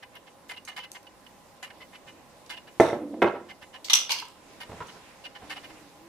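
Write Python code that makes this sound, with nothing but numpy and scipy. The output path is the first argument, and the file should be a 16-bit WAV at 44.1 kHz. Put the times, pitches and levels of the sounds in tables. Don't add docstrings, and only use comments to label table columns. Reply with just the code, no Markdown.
import sys
import numpy as np
from scipy import signal
from scipy.io import wavfile
from scipy.ndimage import uniform_filter1d

SR = 44100
rng = np.random.default_rng(int(sys.argv[2]) if len(sys.argv) > 2 else 0)


def natural_amplitude(level_db):
    exponent = np.asarray(level_db, float) / 20
    return 10 ** exponent


def wrap_up_sound(samples):
    columns = np.atleast_2d(samples).T
    tamed = np.clip(columns, -1, 1)
    steps = np.round(tamed * 32767).astype(np.int16)
    wavfile.write(sys.argv[1], SR, steps)


N = 268392

# (frequency [Hz], density [dB per Hz])
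AIR_SPECTRUM = [(15, -47), (25, -9.5), (120, -5.5), (242, -4), (270, -4), (363, 2), (405, 0), (451, -22),
                (545, -9), (734, 5), (962, -16.5), (1790, -13), (2110, -15.5), (9070, -22.5),
                (16000, -30.5)]
# (frequency [Hz], width [Hz], level [dB])
FRIDGE_MODES = [(200, 50, -70.5), (296, 19, -95), (534, 44, -63), (814.7, 10, -66), (1018, 41, -65.5)]
# (frequency [Hz], likeness [0-1])
FAR_LIKENESS = [(60, 0.32), (180, 0.71), (550, 0.82), (1650, 0.28), (4970, 0.021), (15000, 0.021)]
# (frequency [Hz], likeness [0-1])
NEAR_LIKENESS = [(100, 1), (600, 0.95), (1200, 0.75), (2500, 0.21), (5000, 0.14), (12000, 0.085)]
# (frequency [Hz], T60 [s])
ROOM_T60 = [(100, 0.93), (400, 0.41), (1200, 0.4), (4000, 0.31), (12000, 0.21)]
# (frequency [Hz], level [dB])
ROOM_COLOUR = [(100, -9.5), (200, -5.5), (350, -1.5), (1000, 2.5), (10000, 1.5)]
# (time [s], level [dB])
RUSTLE_LEVEL = [(4.28, -76), (4.45, -65.5), (4.55, -63), (4.656, -62), (4.784, -58.5), (5.142, -63),
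                (5.344, -65.5), (5.476, -58), (5.596, -57.5), (5.924, -65.5), (6.086, -74)]
# (frequency [Hz], density [dB per Hz])
CLOTH_SPECTRUM = [(150, -7), (400, -4.5), (1000, -9), (2500, -9.5), (6000, -18), (11000, -24.5),
                  (16000, -43)]
# (time [s], pitch [Hz], level [dB])
RUB_PATH = [(5.42, 306, -55.5), (5.684, 276, -63), (5.708, 315.5, -60.5), (5.884, 293.6, -57.5),
            (5.908, 303, -86), (5.924, 276, -69), (6.0, 300, -62), (6.032, 339, -58), (6.086, 350, -51)]
# (time [s], peak [dB], hardness [dB], length [s])
ARM_BUMPS = [
    (4.2235, -30, 18, 0.012),
    (4.693, -35, -29, 0.032),
    (4.714, -30.5, -6.5, 0.043),
    (4.803, -27.5, 7, 0.046),
    (4.95, -42, 4, 0.075),
    (5.418, -36.5, -4.5, 0.1),
    (4.73, -35, -19, 0.047),
    (4.75, -42, -20, 0.055),
    (4.82, -34.5, 14, 0.034),
]
# (frequency [Hz], width [Hz], level [dB])
ARM_MODES = [(91, 190, 0.5), (173, 110, 0), (272, 380, 5), (418, 43, 3.5), (588, 220, 7), (986, 60, 7.5),
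             (1260, 170, 3), (2200, 780, -16), (4000, 2500, -8)]
# (time [s], peak [dB], colour [dB], length [s])
JAR_JINGLE = [
    (2.802, -28.5, -4, 0.25),
]
# (frequency [Hz], width [Hz], level [dB])
JAR_MODES = [(2660, 350, -3), (3070, 350, -1), (3650, 200, 8), (4030, 1000, 4), (5010, 690, 5.5),
             (5570, 170, 11), (6300, 330, -7), (7000, 2000, -10), (7730, 310, 12), (7200, 250, -21),
             (10130, 360, 4.5), (13000, 2200, -3)]
# (time [s], pitch [Hz], level [dB])
ROCK_PATH = [(2.94, 261, -45), (2.97, 254, -37.5), (2.984, 297, -43), (3.03, 298, -37.5),
             (3.044, 269, -36.5), (3.076, 294, -39), (3.086, 294, -46), (3.124, 281.4, -40),
             (3.148, 303, -33.5), (3.158, 312, -49), (3.17, 307, -38.5), (3.21, 337, -41)]
# (frequency [Hz], width [Hz], level [dB])
ROLL_MODES = [(235, 40, -7.5), (334, 56, -9), (497, 100, -5.5)]
# (time [s], peak [dB], hardness [dB], length [s])
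BOTTLE_BOUNCES = [
    (2.822, -18.5, -15, 0.15),
    (2.921, -27.5, -2, 0.073),
    (3.256, -20, -10, 0.064),
    (3.338, -32, -7, 0.065),
    (2.8, -17, 5, 0.028),
    (3.22, -11, 16, 0.022),
]
# (frequency [Hz], width [Hz], level [dB])
COUNTER_MODES = [(89, 62, -8), (122, 34, -3.5), (210, 46, -12), (273, 54, -1), (306, 38, 9), (350, 27, 5),
                 (410, 29, 8), (482, 53, 12.5), (550, 37, 11.5), (587.5, 12, 13.5), (690, 58, 11),
                 (819, 66, 13), (922, 33, 9), (1000, 69, 4), (1160, 45, 5), (1300, 160, 9), (1550, 140, -4),
                 (1805, 240, 1), (2040, 180, 2), (2450, 220, -10), (2800, 500, -5), (4200, 1200, -15),
                 (6560, 2500, -15), (10400, 4700, -15)]
# (time [s], peak [dB], tilt [dB per octave])
FIRST_LANDING = [
    (2.7992, 2, 2),
    (2.8022, -1.5, -1),
    (2.8085, -14, -3),
    (2.829, -24.5, -6),
    (2.843, -19, -0.5),
    (2.929, -16, -1.5),
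    (2.9, -25, 5),
    (3.14, -30.5, -0.5),
]
# (time [s], peak [dB], tilt [dB per octave])
SECOND_LANDING = [
    (3.2188, -7.5, 3.5),
    (3.2245, -12, 2),
    (3.2275, -7.5, 0),
    (3.2345, -12.5, -0.5),
    (3.2432, -11, 1),
    (3.2525, -19, -2),
    (3.259, -15, -0.5),
    (3.279, -31, 0),
    (3.338, -26, -1),
]
# (frequency [Hz], T60 [s], level [dB])
FIRST_SPOT_MODES = [(122, 0.097, -20.5), (220, 0.09, -15), (271, 0.12, -14), (350, 0.064, 0.5),
                    (410, 0.062, -6), (475, 0.068, -2), (537, 0.14, -18), (587.3, 0.096, -2.5),
                    (658, 0.13, -8), (700, 0.062, -2.5), (807, 0.062, -7), (917, 0.062, -8.5),
                    (1010, 0.13, -15), (1110, 0.063, -18), (1315, .04, -15), (1568, 0.045, -15),
                    (1780, 0.035, -14), (2060, 0.024, -8.5), (2520, 0.028, -21)]
# (frequency [Hz], T60 [s], level [dB])
SECOND_SPOT_MODES = [(123.4, .1, -19.5), (197, 0.087, -14.5), (262, 0.074, -17), (350, 0.17, -5.5),
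                     (385, 0.11, -12), (476, 0.072, -1.5), (574, .13, -8), (684, 0.086, -7.5),
                     (810, 0.061, -7), (963, 0.048, -8.5), (1065, 0.062, -14), (1150, 0.058, -11.5),
                     (1345, 0.037, -9.5), (1591, 0.042, -13.5), (1866, .04, -17), (2104, 0.024, -11),
                     (2530, 0.024, -18.5), (2950, 0.026, -24.5), (3590, 0.02, -25)]
# (time [s], peak [dB], ring [dB])
GLASS_CLACKS = [(3.884, -30.5, -19), (3.898, -14.5, -10.5), (3.9015, -17, -3), (3.904, -14.5, -7),
                (3.9073, -16, -4), (3.9135, -23, -13), (3.9224, -25, -8), (3.933, -6, 4), (3.9349, -14, 2),
                (3.938, -6.5, -0.5), (3.95, -10, 11), (3.9548, -10, 10), (3.969, -18.5, 9),
                (3.9746, -26, 6), (3.989, -31, 8), (4.0106, -31, 16)]
# (frequency [Hz], width [Hz], level [dB])
GLASS_MODES = [(1170, 240, -2), (1440, 1240, 8), (2094, 53, 8), (3000, 74, -0.5), (3250, 330, -2),
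               (3460, 270, 3), (3800, 210, -11), (3150, 720, 8.5), (4230, 720, 1), (4790, 240, -2),
               (5765, 100, 10.5), (5980, 77, 0), (6040, 92, -5), (5340, 710, -10), (7600, 490, 3),
               (9400, 3200, 7), (10870, 130, 5.5), (12300, 440, -6), (14600, 2100, -9)]
# (time [s], peak [dB], ring [dB])
BUNCH_CLATTER = [(4.093, -23.5, -24.5), (4.101, -23.5, -24), (4.105, -18.5, -9), (4.112, -21, -2),
                 (4.1174, -13.5, 13), (4.1208, -19.5, 2), (4.127, -23, 3), (4.135, -29, -9),
                 (4.147, -32, -11), (4.162, -35, -10), (4.1861, -27, -8), (4.198, -30, 4)]
# (frequency [Hz], width [Hz], level [dB])
BUNCH_MODES = [(988, 160, -3.5), (1520, 670, 2), (2370, 490, 5.5), (2910, 500, 1), (3120, 1400, 2),
               (4230, 240, 2), (4680, 500, 5.5), (5000, 72, -26), (5800, 170, 0), (7620, 970, 5),
               (9300, 1800, -6), (10900, 570, 1), (12600, 300, -8)]
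# (time [s], peak [dB], brightness [dB], length [s])
RING_TICKS = [(0.1535, -45, 42, 0.011), (0.4863, -48, 8, 0.013), (0.6492, -38, -24, 0.022),
              (0.917, -30, -23, 0.0024), (0.9215, -45, -13, 0.0049), (1.03, -51, 7, 0.0052),
              (2.7995, -27.5, -5, 0.028), (3.2195, -39.5, 5, 0.018), (4.1215, -29, 21, 0.0059),
              (4.2514, -44, -7, 0.012), (4.2835, -44, -4, 0.012), (4.8678, -42, -15, 0.054)]
# (time [s], peak [dB], brightness [dB], length [s])
RING_SNAPS = [
    (2.4595, -42.5, -3, 0.02),
    (3.8437, -30, 6, 0.046),
]
# (frequency [Hz], width [Hz], level [dB])
RING_MODES = [(4050, 4100, -15), (4900, 980, 5), (6270, 780, 14), (7970, 2800, -12.5), (11530, 1700, -10),
              (12200, 5900, -2)]
# (time [s], peak [dB], brightness [dB], length [s])
SPOON_KNOCKS = [(0.4928, -30, 10, .03), (0.504, -31, -1, 0.025), (0.513, -31, -3, .045),
                (0.675, -30, 4, 0.029), (0.685, -31, 5, 0.035), (0.763, -31, 8, 0.032),
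                (0.775, -30.5, -1, 0.021), (0.783, -29.5, -3, 0.035), (1.626, -28.5, 2, 0.042),
                (1.637, -33, 1, 0.058), (2.4943, -27, 5.5, .061), (4.6031, -31.5, 5, 0.069),
                (5.4965, -27.5, 3, 0.071)]
# (time [s], peak [dB], bowl ring [dB], length [s])
SPOON_RATTLES = [(0.028, -35.5, -10, 0.024), (0.131, -46, -28, 0.071), (0.157, -37, 4, 0.032),
                 (0.271, -43, 0, 0.03), (0.538, -40.5, 4, 0.028), (0.567, -35, 13, 0.03),
                 (0.706, -40.5, -11, 0.053), (0.795, -36, 10, 0.049), (0.8335, -34.5, 16, 0.038),
                 (0.952, -35.5, 0, 0.035), (1.068, -41.5, 13, 0.012), (1.265, -43, 10, 0.014),
                 (1.665, -42, -6, 0.039), (1.703, -38.5, -5, 0.019), (1.8093, -37.5, -4, 0.049),
                 (1.929, -42.5, -33, 0.037), (1.95, -38, 4, 0.03), (2.075, -39, -3, 0.049),
                 (2.513, -35.5, 13, 0.074), (2.568, -35, 13, 0.036), (2.6735, -41.5, 0, 0.032),
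                 (3.494, -35.5, -7, 0.047), (3.621, -37, -5, 0.039), (3.739, -36, -5, 0.056),
                 (4.888, -39.5, -3, 0.03), (5.247, -33.5, 15, 0.042), (5.355, -36, -2, 0.039),
                 (5.562, -33, -8, 0.044), (5.639, -36, -5, 0.036), (5.698, -42.5, -20, 0.029)]
# (frequency [Hz], width [Hz], level [dB])
SPOON_MODES = [(820, 66, -3.5), (998, 26, -3.5), (1180, 420, 2.5), (1530, 200, -2), (1749, 144, 1),
               (2075, 53, 3.5), (2416, 50, -2), (2620, 120, -2), (2895, 43, 3), (3440, 220, 9),
               (3910, 200, 9.5), (4460, 170, 7), (6820, 920, 11), (8400, 3300, 11), (13340, 10000, 1)]

RINGING, BRIGHT, HARD = (-0.094, 0.41, 0.27), (0, 0, 1), (-0.49, 0.78, 0.7)
GLASSY, CRISP = (-0.61, 0.92, 0.5), (-0.58, 0, 0.28)
GLASS_PARTS_HZ = (2400, 4100, 7000)


def rms_one(x):
    return x / np.sqrt(np.mean(x ** 2) + 1e-20)


def in_time(rows):
    times, *columns = np.transpose(rows)
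    return [np.interp(np.arange(N) / SR, times, column) for column in columns]


def while_on(rows):
    t = np.arange(N) / SR
    return np.clip(np.minimum(t - rows[0][0], rows[-1][0] + 0.02 - t) / 0.02, 0, 1)


def at_hz(points, hz):
    table_hz, values = np.array(points).T
    return np.interp(np.log(hz), np.log(table_hz), values)


def drift(rate_hz):
    step = 40
    r = np.exp(-2 * np.pi * rate_hz * step / SR)
    noise = rng.standard_normal(N // step + 2002)
    slow = signal.lfilter([1], [1, -2 * r, r * r], noise)[2000:]
    return np.interp(np.arange(N) / step, np.arange(len(slow)), rms_one(slow))


def spread(mid, side, hz, likeness):
    alike = np.clip(at_hz(likeness, hz), 0, 1)
    shared, apart = np.sqrt(1 + alike) * mid, np.sqrt(1 - alike) * side
    return np.array([shared + apart, shared - apart]) / np.sqrt(2)


def resonate(x, hz, width):
    r = np.exp(-np.pi * width / SR)
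    gain = np.sqrt((1 - r * r) / 2)
    poles = [1, -2 * r * np.cos(2 * np.pi * hz / SR), r * r]
    return signal.lfilter(gain * np.array([1, 0, -1]), poles, x)


def bands(likeness, size=N):
    edges = 22 * 2 ** np.arange(0, 9.6, 0.5)
    white = rng.standard_normal((2, 2, size))
    for k, (low, high) in enumerate(zip(edges, edges[1:])):
        band = signal.butter(2, [low, high], "band", fs=SR, output="sos")
        mid, side = signal.sosfilt(band, white[k % 2])
        centre = np.sqrt(low * high)
        yield centre, spread(mid, side, centre, likeness)


def hiss(spectrum, patchy_db):
    together = drift(1.0)
    total = 0
    for hz, noise in bands(FAR_LIKENESS):
        flicker_db = patchy_db * (0.65 * together + drift(6.8))
        total = total + natural_amplitude(at_hz(spectrum, hz) + flicker_db) * noise
    return rms_one(total)


def contacts(events, body, parts_hz, tone_db, follows, rise_share, grain_db, jump=0):
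    size = SR // 4
    out = np.zeros((2, N + size))
    luck = rng.standard_normal((len(events), 3 * size + 2 * len(body)))
    for (start, peak_db, colour_db, length), row in zip(events, luck):
        low_db, upper_db, top_db = np.array(tone_db) + colour_db * np.array(follows)
        t = np.arange(min(size, int((1.3 * length + 0.09) * SR))) / SR
        mid, side, sizes = row[:3 * size].reshape(3, size)[:, :len(t)]
        rise = rise_share * length
        fall_db = -60 * np.clip((t - rise) / length, 0, 3) ** 2
        swell = np.clip(jump + t / rise, 0, 1) * natural_amplitude(fall_db)
        clumps = uniform_filter1d(sizes, SR // 900) * np.sqrt(SR // 900)
        force = swell * natural_amplitude(grain_db * (0.7 * sizes + 0.9 * clumps))
        sound = 0
        for (hz, width, level_db), chance, grip in zip(body, *row[3 * size:].reshape(2, -1)):
            part_db = (low_db, 0, upper_db, top_db)[np.searchsorted(parts_hz, hz)]
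            hz = hz * (1 + 0.015 * grip)
            ring = resonate(spread(mid, side, hz, NEAR_LIKENESS) * force, hz, width)
            ring = ring * np.sqrt(2 * np.sum(force ** 2) / np.sum(ring ** 2))
            ring = resonate(ring, hz, 1.5 * hz)
            sound = sound + natural_amplitude(level_db + part_db + 2.0 * chance) * ring
        at = round(start * SR)
        out[:, at:at + len(t)] += natural_amplitude(peak_db) * sound / np.abs(sound.mean(axis=0)).max()
    return out[:, :N]


def blows(events, body):
    contact_s, ear_phase = 0.00041, 1.1
    t = np.arange(SR // 3) / SR
    out = np.zeros((2, N + len(t)))
    hz, t60, level_db = np.transpose(body)[:, :, None]
    unlike = ear_phase * np.sqrt(1 - np.clip(at_hz(NEAR_LIKENESS, hz), 0, 1))
    luck = rng.uniform(-1.01, 1, (len(events), 3, len(body), 1))
    for (start, peak_db, tilt_db), (phase, ear, chance) in zip(events, luck):
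        mode_db = level_db + tilt_db * np.log2(hz / 500) + 2 * chance
        size = natural_amplitude(mode_db - 60 * t / t60) * (1 - np.exp(-t / contact_s))
        turn = 2 * np.pi * hz * t + np.pi * phase
        sound = np.array([np.sum(size * np.sin(turn + sign * unlike * ear / 2), axis=0) for sign in (1, -1)])
        at = round(start * SR)
        out[:, at:at + len(t)] += natural_amplitude(peak_db) * sound / np.abs(sound.mean(axis=0)).max()
    return out[:, :N]


def room_air():
    return natural_amplitude(-55.5) * hiss(AIR_SPECTRUM, patchy_db=1.47)


def fridge():
    mid, side = rng.standard_normal((2, N))
    hum = 0
    for hz, width, level_db in FRIDGE_MODES:
        hum = hum + natural_amplitude(level_db) * resonate(spread(mid, side, hz, FAR_LIKENESS), hz, width)
    return hum


def kitchen(x):
    t, tail = np.arange(SR // 2) / SR, 0
    settle = 9000
    for hz, noise in bands(NEAR_LIKENESS, size=settle + len(t)):
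        dying = noise[:, settle:] * natural_amplitude(-60 * t / at_hz(ROOM_T60, hz))
        power = np.sum(dying ** 2, axis=1, keepdims=True)
        tail = tail + natural_amplitude(at_hz(ROOM_COLOUR, hz)) * dying * np.sqrt(power.mean() / power)
    tail = rms_one(tail) * np.clip((t - 0.004) / 0.008, 0, 1) / np.sqrt(len(t))
    return signal.fftconvolve(x.mean(axis=0)[None], tail, axes=1)[:, :N]


def sleeve_rustle():
    level_db = in_time(RUSTLE_LEVEL)[0] + 7.5
    return natural_amplitude(level_db) * while_on(RUSTLE_LEVEL) * hiss(CLOTH_SPECTRUM, patchy_db=-2.0)


def low_rub():
    hz, level_db = in_time(RUB_PATH)
    tone = np.sin(2 * np.pi * np.cumsum(hz * (1 + 0.0227 * drift(20.9))) / SR)
    return np.sqrt(2) * natural_amplitude(level_db + 1.8 * drift(38.0)) * while_on(RUB_PATH) * tone


def arm_bumps():
    return contacts(ARM_BUMPS, ARM_MODES, (300, 800, 1800), (-1.5, 1, -20), HARD,
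                    rise_share=0.06, grain_db=2.0, jump=0.6)


def jar_jingle():
    return contacts(JAR_JINGLE, JAR_MODES, (3500, 5000, 9000), (4.5, -5.5, -3.5), RINGING,
                    rise_share=0.03, grain_db=3.0)


def bottle_rocking():
    hz, level_db = in_time(ROCK_PATH)
    wobble = np.sqrt(2) * natural_amplitude(2.0 * drift(30.0))
    roll = wobble * np.sin(2 * np.pi * np.cumsum(hz * (1 + 0.024 * drift(25.0))) / SR)
    for mode_hz, width, mode_db in ROLL_MODES:
        rumble = resonate(rng.standard_normal(N), mode_hz, width)
        roll = roll + natural_amplitude(mode_db) * rms_one(resonate(rumble, mode_hz, 2 * width))
    return natural_amplitude(level_db) * while_on(ROCK_PATH) * roll


def bottle_thuds():
    blunt = contacts(BOTTLE_BOUNCES, COUNTER_MODES, (300, 900, 3500), (-3, -0.5, -17), RINGING,
                     rise_share=0.2, grain_db=3.0)
    blunt = signal.sosfilt(signal.butter(2, 3800, fs=SR, output="sos"), blunt)
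    landings = blows(FIRST_LANDING, FIRST_SPOT_MODES) + blows(SECOND_LANDING, SECOND_SPOT_MODES)
    return blunt + signal.sosfilt(signal.butter(2, 70, "high", fs=SR, output="sos"), landings)


def glass_clacks():
    clack_s, touch_s = 0.008, 0.015
    strikes = [(*row, clack_s) for row in GLASS_CLACKS]
    touches = [(*row, touch_s) for row in BUNCH_CLATTER]
    clacks = contacts(strikes, GLASS_MODES, GLASS_PARTS_HZ, (-13, 1, -7.5), GLASSY,
                      rise_share=0.03, grain_db=2.5, jump=1)
    clatter = contacts(touches, BUNCH_MODES, GLASS_PARTS_HZ, (-13, -3.5, -9), GLASSY,
                       rise_share=0.05, grain_db=3.5, jump=0.5)
    return (clacks + clatter) * natural_amplitude(np.array([[0.45], [-0.45]]))


def ring_ticks():
    parts_hz = (4500, 7000, 9000)
    ticks = contacts(RING_TICKS, RING_MODES, parts_hz, (-13.5, 27.5, 9), BRIGHT, rise_share=0.04, grain_db=3.0)
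    snaps = contacts(RING_SNAPS, RING_MODES, parts_hz, (53, -46, 19), BRIGHT, rise_share=0.04, grain_db=3.0)
    return ticks + snaps


def spoon_rattle():
    parts_hz = (1400, 2550, 3250)
    slide_lead = 0.22
    slides = [(start - slide_lead * length, peak_db, ring_db, length)
              for start, peak_db, ring_db, length in SPOON_RATTLES]
    knocks = contacts(SPOON_KNOCKS, SPOON_MODES, parts_hz, (-2.5, 1.5, -13.5), CRISP,
                      rise_share=0.12, grain_db=4.5, jump=0.75)
    rattles = contacts(slides, SPOON_MODES, parts_hz, (-3, 3.5, -20), RINGING,
                       rise_share=0.42, grain_db=2.5, jump=0.1)
    return knocks + rattles


def scene():
    background = room_air() + fridge() + sleeve_rustle()
    bumps, jars, thuds = arm_bumps(), jar_jingle(), bottle_thuds()
    clacks, ticks, spoons = glass_clacks(), ring_ticks(), spoon_rattle()
    near = spoons + ticks + clacks + thuds + jars + bumps + bottle_rocking() + low_rub()
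    send = natural_amplitude(-20) * spoons + ticks + natural_amplitude(-1.5) * clacks
    send = send + natural_amplitude(-8.5) * thuds + natural_amplitude(-9.0) * (bumps + jars)
    lean_db = np.array([[-1.0], [1.0]])
    return (near + kitchen(send) + background) * natural_amplitude(lean_db)


def band_limit(x):
    return signal.sosfilt(signal.butter(12, 16640, fs=SR, output="sos"), x)


def record(dry):
    rounded = 1.02 * np.tanh(dry / 1.02)
    top_cut = signal.cheby2(12, 60, 16200, fs=SR, output="sos")
    return band_limit(signal.sosfilt(top_cut, rounded))


dry = scene()
out = record(dry)
wrap_up_sound(out)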